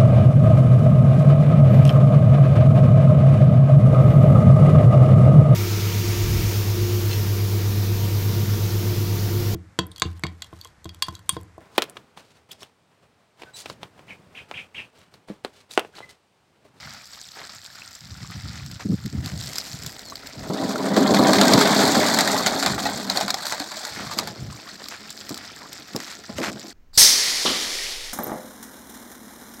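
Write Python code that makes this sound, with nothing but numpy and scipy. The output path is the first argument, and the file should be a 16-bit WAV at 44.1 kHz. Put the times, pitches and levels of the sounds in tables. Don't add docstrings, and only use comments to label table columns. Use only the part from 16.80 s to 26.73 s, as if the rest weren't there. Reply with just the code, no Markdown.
import sys
import numpy as np
from scipy import signal
from scipy.fft import rfft, irfft
from scipy.io import wavfile
from scipy.ndimage import uniform_filter1d

SR = 44100
rng = np.random.default_rng(int(sys.argv[2]) if len(sys.argv) > 2 else 0)


def generate_wav(signal):
    frames = np.transpose(np.atleast_2d(signal))
    scaled = np.clip(frames, -1, 1) * 32767
    pcm = np.round(scaled).astype(np.int16)
    wavfile.write(sys.argv[1], SR, pcm)


N = 437898
TIME = np.arange(N) / SR

# f/Hz, gain/dB
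WIND_EQ = [(20, -25), (45, -14), (80, 3), (130, 5.5), (200, -3), (300, -16), (500, -33.5), (1000, -57)]
LAP_EQ = [(100, -4.5), (250, -3), (400, -18), (700, -2.5), (1000, -8.5), (1400, 0), (2100, -2.5),
          (2850, -8.5), (5000, -4.5), (12000, -33)]
GRIT_EQ = [(1470, -9), (2800, -9), (4000, 0.5), (5200, 3), (6300, -6.5), (7530, 0), (9150, -14.5),
           (10300, -18), (12300, -10), (15500, -15)]
SCRAPE_EQ = [(100, -15.5), (300, -4), (700, 4), (2000, 6.5), (2900, -1), (4200, -1), (7500, -6),
             (10000, -20.5), (12500, -16), (15500, -32)]
TYRE_EQ = [(100, 4.5), (300, -9), (700, 1.5), (1100, -10), (2000, -2), (3000, -18), (8000, -23)]
THUD_EQ = [(40, -43), (80, -14), (130, -7.5), (200, 1.5), (330, -3), (520, -8), (750, -14.5), (1200, -17),
           (2500, -50)]
SHELL_EQ = [(200, -39.5), (450, -12.5), (700, 1.5), (1100, -3.5), (1800, -4), (2400, -8), (2850, -12),
            (3800, -0.5), (6000, -63)]
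CRACK_EQ = [(60, -48), (500, -17), (1500, -2.5), (2300, -8), (2850, -18.5), (3450, -4.5), (4300, 3),
            (5900, -6.5), (7400, -4.5), (8600, -12), (10000, -24), (11800, -14), (13500, -24.5),
            (15500, -22.5)]
# t/s, length/s, level/dB
WIND_GUSTS = [(-.03, 0.087, -47.5), (1.187, 0.74, -35), (1.988, 0.63, -31), (2.887, 0.13, -37),
              (3.571, 0.044, -30.5), (5.82, 0.25, -38), (7.062, 0.62, -46), (7.588, 0.064, -37),
              (9.478, 0.19, -44)]
# t/s, peak/dB, length/s
WIND_BUFFETS = [(2.045, -15, 0.025), (2.076, -10.5, 0.083), (2.24, -18.5, 0.039), (2.32, -17, 0.045),
                (2.42, -23.5, 0.057)]
# t/s, level/dB
BANK_WAVELETS = [(.05, -61), (1.6, -53), (1.8, -62), (7.22, -44.5)]
# t/s, length/s, bubble f/Hz, level/dB
POND_SLOSHES = [(0.439, 0.06, 4900, -32.5), (7.713, 0.085, 1190, -39), (7.847, 0.048, 1390, -36),
                (8.096, 0.067, 1760, -43), (8.689, .1, 2400, -34), (8.771, 0.091, 1350, -35.5),
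                (9.269, 0.066, 1580, -34)]
# t/s, length/s, level/dB
GRIT_CRUNCHES = [(2.433, 0.72, -50.5), (8.01, 0.09, -51), (8.266, 0.274, -51.5)]
# t/s, length/s, level/dB, tilt/(dB/octave)
DRAGS = [(0.552, 0.11, -39.5, -2), (1.992, 0.047, -37, -1), (2.424, 0.11, -39, 1.5), (2.597, 0.38, -40, 6),
         (2.896, 0.3, -50, 4), (6.646, 0.085, -34, 6.5), (7.38, 0.02, -24, 5), (7.99, 0.039, -38.5, -2),
         (8.107, 0.058, -36, 0), (9.165, 0.2, -38, 2), (9.563, 0.048, -35.5, 3.5), (9.61, 0.1, -27, 0)]
# t/s, level/dB
DRY_TICKS = [(1.862, -25), (1.914, -23), (2.26, -21.5), (2.46, -16), (2.625, -23), (2.638, -21),
             (2.66, -24), (2.733, -23), (2.757, -14.5), (2.783, -7.5), (2.931, -21), (3.035, -21),
             (3.063, -15.5), (3.193, -22), (3.356, -17.5), (3.471, -20), (8.085, -17), (8.304, -19.5),
             (8.493, -16.5), (8.544, -17.5), (8.576, -19.5), (8.93, -20), (9.162, -10.5)]
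# f/Hz, level/dB, t60/s
TRAY_MODES = [(199.3, 2.5, 0.16), (240.7, -6.5, 0.38), (272.5, -1.5, 0.24), (312.2, -1.5, 0.14),
              (409.7, -4.5, 0.18), (532.6, -8.5, 0.2), (609, -0.5, 0.091), (659, -7, 0.26),
              (770, -9.5, 0.33), (974, -14, 0.23)]
# t/s, level/dB
TRAY_JOLTS = [(6.45, -44), (6.8, -57), (7.17, -40), (7.37, -34.5), (9.6, -28)]
# t/s, peak/dB
TRAY_KNOCKS = [(3.699, -16), (3.823, -14), (4.06, -29), (4.168, -3), (4.392, -4), (4.738, -4.5),
               (4.775, -3), (5.037, -6), (5.167, -8), (7.195, -27), (8.506, -22), (9.147, -18.5),
               (9.493, -22), (9.584, -17.5)]
# t/s, f/Hz, peak/dB
BALL_PLOPS = [(1.02, 2470, -26), (3.323, 1076, -26), (3.958, 1320, -16), (5.545, 810, -13),
              (5.867, 1030, -15), (6.056, 790, -19), (6.41, 783, -14.5), (6.542, 735, -16),
              (6.724, 655, -20.5), (6.731, 850, -21), (6.804, 280, -25.5), (7.39, 1160, -18),
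              (7.725, 990, -33), (8.145, 1600, -31)]
# t/s, f/Hz, peak/dB
SHELL_PINGS = [(6.298, 4000, -14), (6.504, 4160, -11), (7.388, 4900, -16)]
# t/s, crack level/dB, shell and splash level/dB
BALL_CLACKS = [(4.164, -15, -13), (4.345, -8, -23), (4.532, -3.5, -10.5), (4.612, -0.5, -11.5),
               (4.68, -5, -16), (4.735, 1, -18), (4.777, -8, -16), (4.811, -3.5, -10), (5.015, -16, -24),
               (5.344, -7.5, -30), (5.387, -3.5, -11.5), (5.407, -3.5, -16), (5.475, -7, -18),
               (5.662, -6.5, -11.5), (5.668, -7, -18), (5.826, -11, -16), (5.861, -5, -13.5),
               (5.998, -21, -27), (6.053, -16, -14.5), (6.299, -8, -18.5), (6.372, -5, -23),
               (6.41, -11.5, -17), (6.48, -13, -19), (6.504, -5.5, -37), (6.542, -9.5, -30),
               (6.654, -16, -31), (6.667, -13, -44), (6.722, -13, -21), (6.8, -15.5, -23.5),
               (7.05, -15, -46), (7.312, -23, -22.5), (7.387, -10, -21), (7.473, -18, -26)]
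# t/s, clatter and spray gain/dB
BALL_CLUMPS = [(5.38, 0), (5.85, 0.5), (6.26, -4.5), (6.39, 5), (6.49, -7), (6.74, 1.5), (7.04, 3.5),
               (7.28, 2)]

ROLL_S, CREEP_S, SPILL_S, SLIDE_S, EMPTY_S, LANDED_S = 2.31, 3.53, 3.675, 3.995, 6.46, 7.42
FULL_FLOW_S, ONSET_S, RUN_OUT_S = 0.27, 0.084, 0.11
EMPTY_PITCH_RATIO = 1.063


def amp(db):
    return 10 ** (np.asarray(db) / 20)


def unit(x):
    return x / np.sqrt(np.mean(x ** 2) + 1e-20)


def peak(x):
    return x / np.max(np.abs(x))


def unit_hit(x):
    return x / np.sqrt(np.sum(x ** 2) / SR) * 0.025


def span(length_s):
    return np.arange(int(length_s * SR)) / SR


def noise(t):
    return rng.standard_normal(len(t))


def decay(t, t60_s):
    return np.exp(-np.log(1000) * t / t60_s)


def arch(t, length_s):
    return np.sin(np.pi * np.minimum(t / length_s, 1))


def gate(start_s, end_s, attack_s=ONSET_S, release_s=RUN_OUT_S):
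    return np.clip((TIME - start_s) / attack_s, 0, 1) * np.clip(1 - (TIME - end_s) / release_s, 0, 1)


def swell(s, width_s):
    return np.exp(-((TIME - s) / width_s) ** 2)


def sway(depth_db, rate_hz):
    size = int(SR / rate_hz)
    return amp(depth_db * unit(uniform_filter1d(uniform_filter1d(noise(TIME), size), size // 2)))


def add(out, s, sound):
    i = int(s * SR)
    out[i:i + len(sound)] += sound[:max(N - i, 0)]


def colour(x, eq, size=4096):
    hz, db = np.transpose(eq)
    bins_hz = np.arange(size // 2 + 1) * SR / size
    log_gain = np.log(amp(np.interp(np.log(bins_hz + 1), np.log(hz), db)))
    cepstrum = irfft(log_gain)
    cepstrum[1:size // 2] *= 2
    cepstrum[size // 2 + 1:] = 0
    return signal.fftconvolve(x, irfft(np.exp(rfft(cepstrum))))[:len(x)]


def shower(shapes, rate_hz, spread_db):
    out, shapes = np.zeros(N), [unit(shape) for shape in shapes]
    chance, pick = rng.random(N), rng.integers(len(shapes), size=N)
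    size = np.minimum(rng.standard_exponential(N), 3.2)
    for i in np.flatnonzero(chance < rate_hz / SR):
        add(out, i / SR, amp(spread_db * size[i]) * shapes[pick[i]])
    power = uniform_filter1d(uniform_filter1d(out ** 2, SR // 9), SR // 14)
    return out / np.sqrt(np.abs(power) + 1e-3 * np.mean(out ** 2))


def wind(breeze_db=-61.5):
    eddies = sway(depth_db=4.5, rate_hz=36)
    gusts = sum(amp(db) * gate(s, s + length_s, attack_s=0.32 * length_s, release_s=0.11)
                for s, length_s, db in WIND_GUSTS)
    out = (amp(breeze_db) + gusts) * unit(colour(noise(TIME), WIND_EQ) * eddies)
    buffet_eq = [(1.47 * hz, db) for hz, db in WIND_EQ]
    t = span(0.15)
    for s, db, length_s in WIND_BUFFETS:
        add(out, s, amp(db) * peak(colour(noise(t) * arch(t, length_s), buffet_eq)))
    return out


def bird(start_s=3.21, length_s=0.15, first_hz=4830, last_hz=3680, peak_db=-40):
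    along = np.clip((TIME - start_s) / length_s, 0, 1)
    hz = first_hz + (last_hz - first_hz) * along
    return amp(peak_db) * np.sin(np.pi * along) ** 2 * np.sin(2 * np.pi * np.cumsum(hz) / SR)


def bubble(hz, cycles):
    t = span(0.08)
    t60_s = cycles / hz
    glide = 1 + 0.17 * np.minimum(t / t60_s, 1)
    return np.sin(2 * np.pi * hz * t * glide) * decay(t, t60_s)


def bubbles(rate_hz, low_hz, high_hz, cycles, count=2000):
    out = np.zeros(N)
    gaps, pitches, sizes = rng.random((count, 3)).T
    for s, pitch, size in zip(np.cumsum(-np.log(gaps) / rate_hz), pitches, sizes):
        add(out, s, amp(17.4 * size) * bubble(low_hz * (high_hz / low_hz) ** pitch, cycles))
    return unit(out)


def lapping(calm_db=-52, stirred_db=-49.5):
    base = amp(np.interp(TIME, [SPILL_S, SLIDE_S], [calm_db, stirred_db]))
    wavelets = sum(amp(db) * swell(s, width_s=0.1) for s, db in BANK_WAVELETS)
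    lull = amp(-7 * swell(0.47, width_s=0.079))
    t = span(0.02)
    laps = shower([noise(t) * decay(t, 0.043) for _ in range(20)], rate_hz=700, spread_db=3.9)
    gurgles = bubbles(rate_hz=36, low_hz=1100, high_hz=2500, cycles=30)
    water = amp(3.5) * unit(colour(laps, LAP_EQ)) + amp(-4.5) * gurgles
    return (base + wavelets) * lull * sway(depth_db=2, rate_hz=12) * water


def crackle(floor_db=-49.5):
    crunches = sum(amp(db) * gate(s, s + length_s, attack_s=0.012, release_s=0.035)
                   for s, length_s, db in GRIT_CRUNCHES)
    t = span(0.02)
    bursts = [bubble(hz, cycles=6) for hz in np.geomspace(3000, 13000, 14)]
    grains = [noise(t) * decay(t, 0.002) for _ in range(9)]
    specks = unit(colour(shower(bursts + grains, rate_hz=900, spread_db=6.1), GRIT_EQ))
    hiss = unit(colour(noise(TIME), GRIT_EQ))
    flicker = sway(depth_db=2.3, rate_hz=26)
    froth = bubbles(rate_hz=120, low_hz=3990, high_hz=8150, cycles=114)
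    fizz = flicker * (amp(1.5) * specks + amp(-3.5) * froth)
    return (amp(floor_db) + crunches) * (fizz + amp(-7) * hiss)


def sloshes(count=12, range_octaves=1.15):
    out = np.zeros(N)
    t = span(0.3)
    for s, length_s, hz, db in POND_SLOSHES:
        add(out, s, amp(db - 18.5) * unit(colour(noise(t), LAP_EQ)) * arch(t, length_s))
        for when, pitch, softness in rng.random((count, 3)):
            bubble_hz = hz * 2 ** (range_octaves * (pitch - 0.5))
            add(out, s + when * length_s, amp(db - 9.6 * softness) * bubble(bubble_hz, cycles=43))
    return out


def scrapes():
    out = np.zeros(N)
    t = span(0.4)
    for s, length_s, db, tilt_db in DRAGS:
        slips = noise(t) * amp(4.6 * unit(uniform_filter1d(noise(t), SR // 400)))
        eq = [(hz, gain_db + tilt_db * np.log2(hz / 2000)) for hz, gain_db in SCRAPE_EQ]
        add(out, s, amp(db) * unit(colour(slips, eq)) * np.sqrt(np.abs(arch(t, length_s))))
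    return out


def ticks():
    out = np.zeros(N)
    t = span(0.05)
    for s, db in DRY_TICKS:
        click = noise(t) * (decay(t, 0.012) + amp(-16) * decay(t, 0.056))
        add(out, s, amp(db - 3.5) * unit_hit(colour(click, GRIT_EQ)))
    return out


def wheel(level_db=-48):
    t = span(0.01)
    grains = shower([noise(t) * decay(t, 0.012) for _ in range(20)], rate_hz=600, spread_db=4.3)
    return amp(level_db) * gate(ROLL_S, SPILL_S) * unit(colour(grains, TYRE_EQ))


def tray_blow(thud_db, thud_t60_s, damping, pitch_ratio=1):
    t = span(0.5)
    ring = np.zeros(len(t))
    for hz, db, t60_s in TRAY_MODES:
        gain = amp(db) * rng.normal(1, 0.45)
        mode_hz = pitch_ratio * hz * rng.normal(1, 0.0097)
        phase = np.pi * rng.integers(2)
        ring += gain * np.sin(2 * np.pi * mode_hz * t + phase) * decay(t, t60_s / damping)
    thud = peak(colour(noise(t) * decay(t, thud_t60_s), THUD_EQ))
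    low_cut = signal.butter(2, 115, "high", fs=SR, output="sos")
    return signal.sosfilt(low_cut, peak(ring) + amp(thud_db) * thud)


def tray_rattle(t60_s=0.79, shiver_db=-49.5):
    shakes = sum(amp(db) * (TIME > s) * decay(np.abs(TIME - s), t60_s) for s, db in TRAY_JOLTS)
    shiver = amp(shiver_db) * gate(EMPTY_S, TIME[-1])
    blows = [tray_blow(thud_db=0, thud_t60_s=0.2, damping=0.62, pitch_ratio=EMPTY_PITCH_RATIO)
             for _ in range(12)]
    return (shakes + shiver) * shower(blows, rate_hz=60, spread_db=3.1)


def tray_hum(start_s=5.24, level_db=-36, t60_s=0.64):
    t = span(0.5)
    mode = np.sin(2 * np.pi * TRAY_MODES[0][0] * t) * decay(t, t60_s)
    hum = shower([mode], rate_hz=90, spread_db=2.2)
    return amp(level_db) * gate(start_s, EMPTY_S, attack_s=FULL_FLOW_S) * hum


def tray_knocks():
    out = np.zeros(N)
    for s, db in TRAY_KNOCKS:
        ratio = EMPTY_PITCH_RATIO if s > EMPTY_S else 1
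        blow = tray_blow(thud_db=5.7, thud_t60_s=0.13, damping=1, pitch_ratio=ratio)
        add(out, s, amp(db) * peak(blow))
    return out


def plops():
    out = np.zeros(N)
    for s, hz, db in BALL_PLOPS:
        add(out, s, amp(db) * bubble(hz, cycles=34.6))
    return out


def pings(t60_s=0.029):
    out = np.zeros(N)
    t = span(0.05)
    for s, hz, db in SHELL_PINGS:
        add(out, s, amp(db) * np.sin(2 * np.pi * hz * t) * decay(t, t60_s))
    return out


def shell(t60_s, count=14):
    t = span(0.15)
    hz = 450 * 2 ** (3 * rng.random((count, 1)))
    gains = rng.standard_normal((count, 1))
    modes = gains * np.sin(2 * np.pi * hz * t) * decay(t, t60_s * np.sqrt(1000 / hz))
    scuff = 0.45 * noise(t) * decay(t, t60_s)
    return peak(colour(peak(modes.sum(0)) + scuff, SHELL_EQ))


def crack(rise_s, t60_s, tail_db, tail_t60_s, vary_db):
    t = span(0.15)
    attack = np.minimum(t / rise_s, 1) ** 2
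    after_s = np.maximum(t - rise_s, 0)
    fall = decay(after_s, t60_s) + amp(tail_db) * decay(after_s, tail_t60_s)
    eq = [(hz, db + vary_db * rng.standard_normal()) for hz, db in CRACK_EQ]
    return peak(colour(noise(t) * attack * fall, eq))


def splash(swell_s=0.011, bright_db=0.46):
    t = span(0.15)
    spatter = noise(t) * amp(3 * unit(uniform_filter1d(noise(t), SR // 300)))
    spatter *= t * np.exp(-t / swell_s)
    return peak(unit(colour(spatter, SHELL_EQ)) + amp(bright_db) * unit(colour(spatter, CRACK_EQ)))


def clacks():
    out = np.zeros(N)
    for s, crack_db, shell_db in BALL_CLACKS:
        snap = crack(rise_s=0.0015, t60_s=0.014, tail_db=-17, tail_t60_s=0.06, vary_db=2)
        add(out, s - 0.0005, amp(crack_db - 0.5) * unit_hit(snap))
        add(out, s, amp(shell_db + 6) * unit_hit(shell(t60_s=0.13, count=24)))
        add(out, s, amp(shell_db + 4) * unit_hit(splash()))
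    return out


def stream(full_db, first_rel_db, swell_s, drain_db_per_s, end_s):
    sliding = np.clip((TIME - SLIDE_S) / swell_s, 0, 1)
    draining_s = np.maximum(TIME - SLIDE_S - swell_s - FULL_FLOW_S, 0)
    db = full_db + first_rel_db * (1 - sliding) ** 1.6 - drain_db_per_s * draining_s
    creep = amp(-11) * gate(CREEP_S, SPILL_S, attack_s=SPILL_S - CREEP_S)
    return amp(db) * np.maximum(creep, gate(SPILL_S, end_s))


def flow(gain, trickle=0.15):
    return trickle + (gain / gain.max()) ** 0.7


def pour():
    drum = stream(full_db=-16.5, first_rel_db=-11, swell_s=0.37, drain_db_per_s=11.5, end_s=EMPTY_S)
    drum += amp(-51) * gate(ROLL_S, SLIDE_S)
    clatter = stream(full_db=-21, first_rel_db=-15.5, swell_s=0.6547, drain_db_per_s=10, end_s=LANDED_S)
    spray = stream(full_db=-23, first_rel_db=-15, swell_s=0.81, drain_db_per_s=8.5, end_s=LANDED_S)
    clumps = amp(sum(db * swell(s, width_s=0.051) for s, db in BALL_CLUMPS))
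    clatter, spray = clumps * clatter, clumps * spray
    blows = [tray_blow(thud_db=-0.5, thud_t60_s=0.12, damping=0.63) for _ in range(30)]
    tray = shower(blows, rate_hz=240 * flow(drum), spread_db=3)
    shells = shower([shell(t60_s=0.071) for _ in range(90)], rate_hz=280 * flow(clatter), spread_db=3.3)
    slaps = [crack(rise_s=0.002, t60_s=0.01, tail_db=-1.8, tail_t60_s=0.076, vary_db=5)
             for _ in range(60)]
    drops = shower(slaps, rate_hz=900 * flow(spray), spread_db=5.3) * sway(depth_db=1.2, rate_hz=9.5)
    gurgles = bubbles(rate_hz=120, low_hz=624, high_hz=1957, cycles=43)
    balls = amp(0.5) * shells + amp(-8) * gurgles
    return amp(1.26) * drum * tray + clatter * balls + amp(0.85) * spray * drops


def scene():
    barrow = wheel() + pour() + tray_hum() + tray_rattle()
    contacts = clacks() + tray_knocks() + ticks() + pings() + plops() + scrapes()
    background = sloshes() + lapping() + crackle() + wind() + bird()
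    return (barrow + contacts + background)[None]


def record(dry, low_hz=46, top_hz=15900):
    thin = signal.sosfilt(signal.butter(3, low_hz, "high", fs=SR, output="sos"), dry)
    rounded = 0.92 * thin / (1 + (thin / 0.88) ** 4) ** (1 / 4)
    return signal.sosfilt(signal.ellip(10, 0.2, 70, top_hz, fs=SR, output="sos"), rounded)


dry = scene()
out = record(dry)
generate_wav(out)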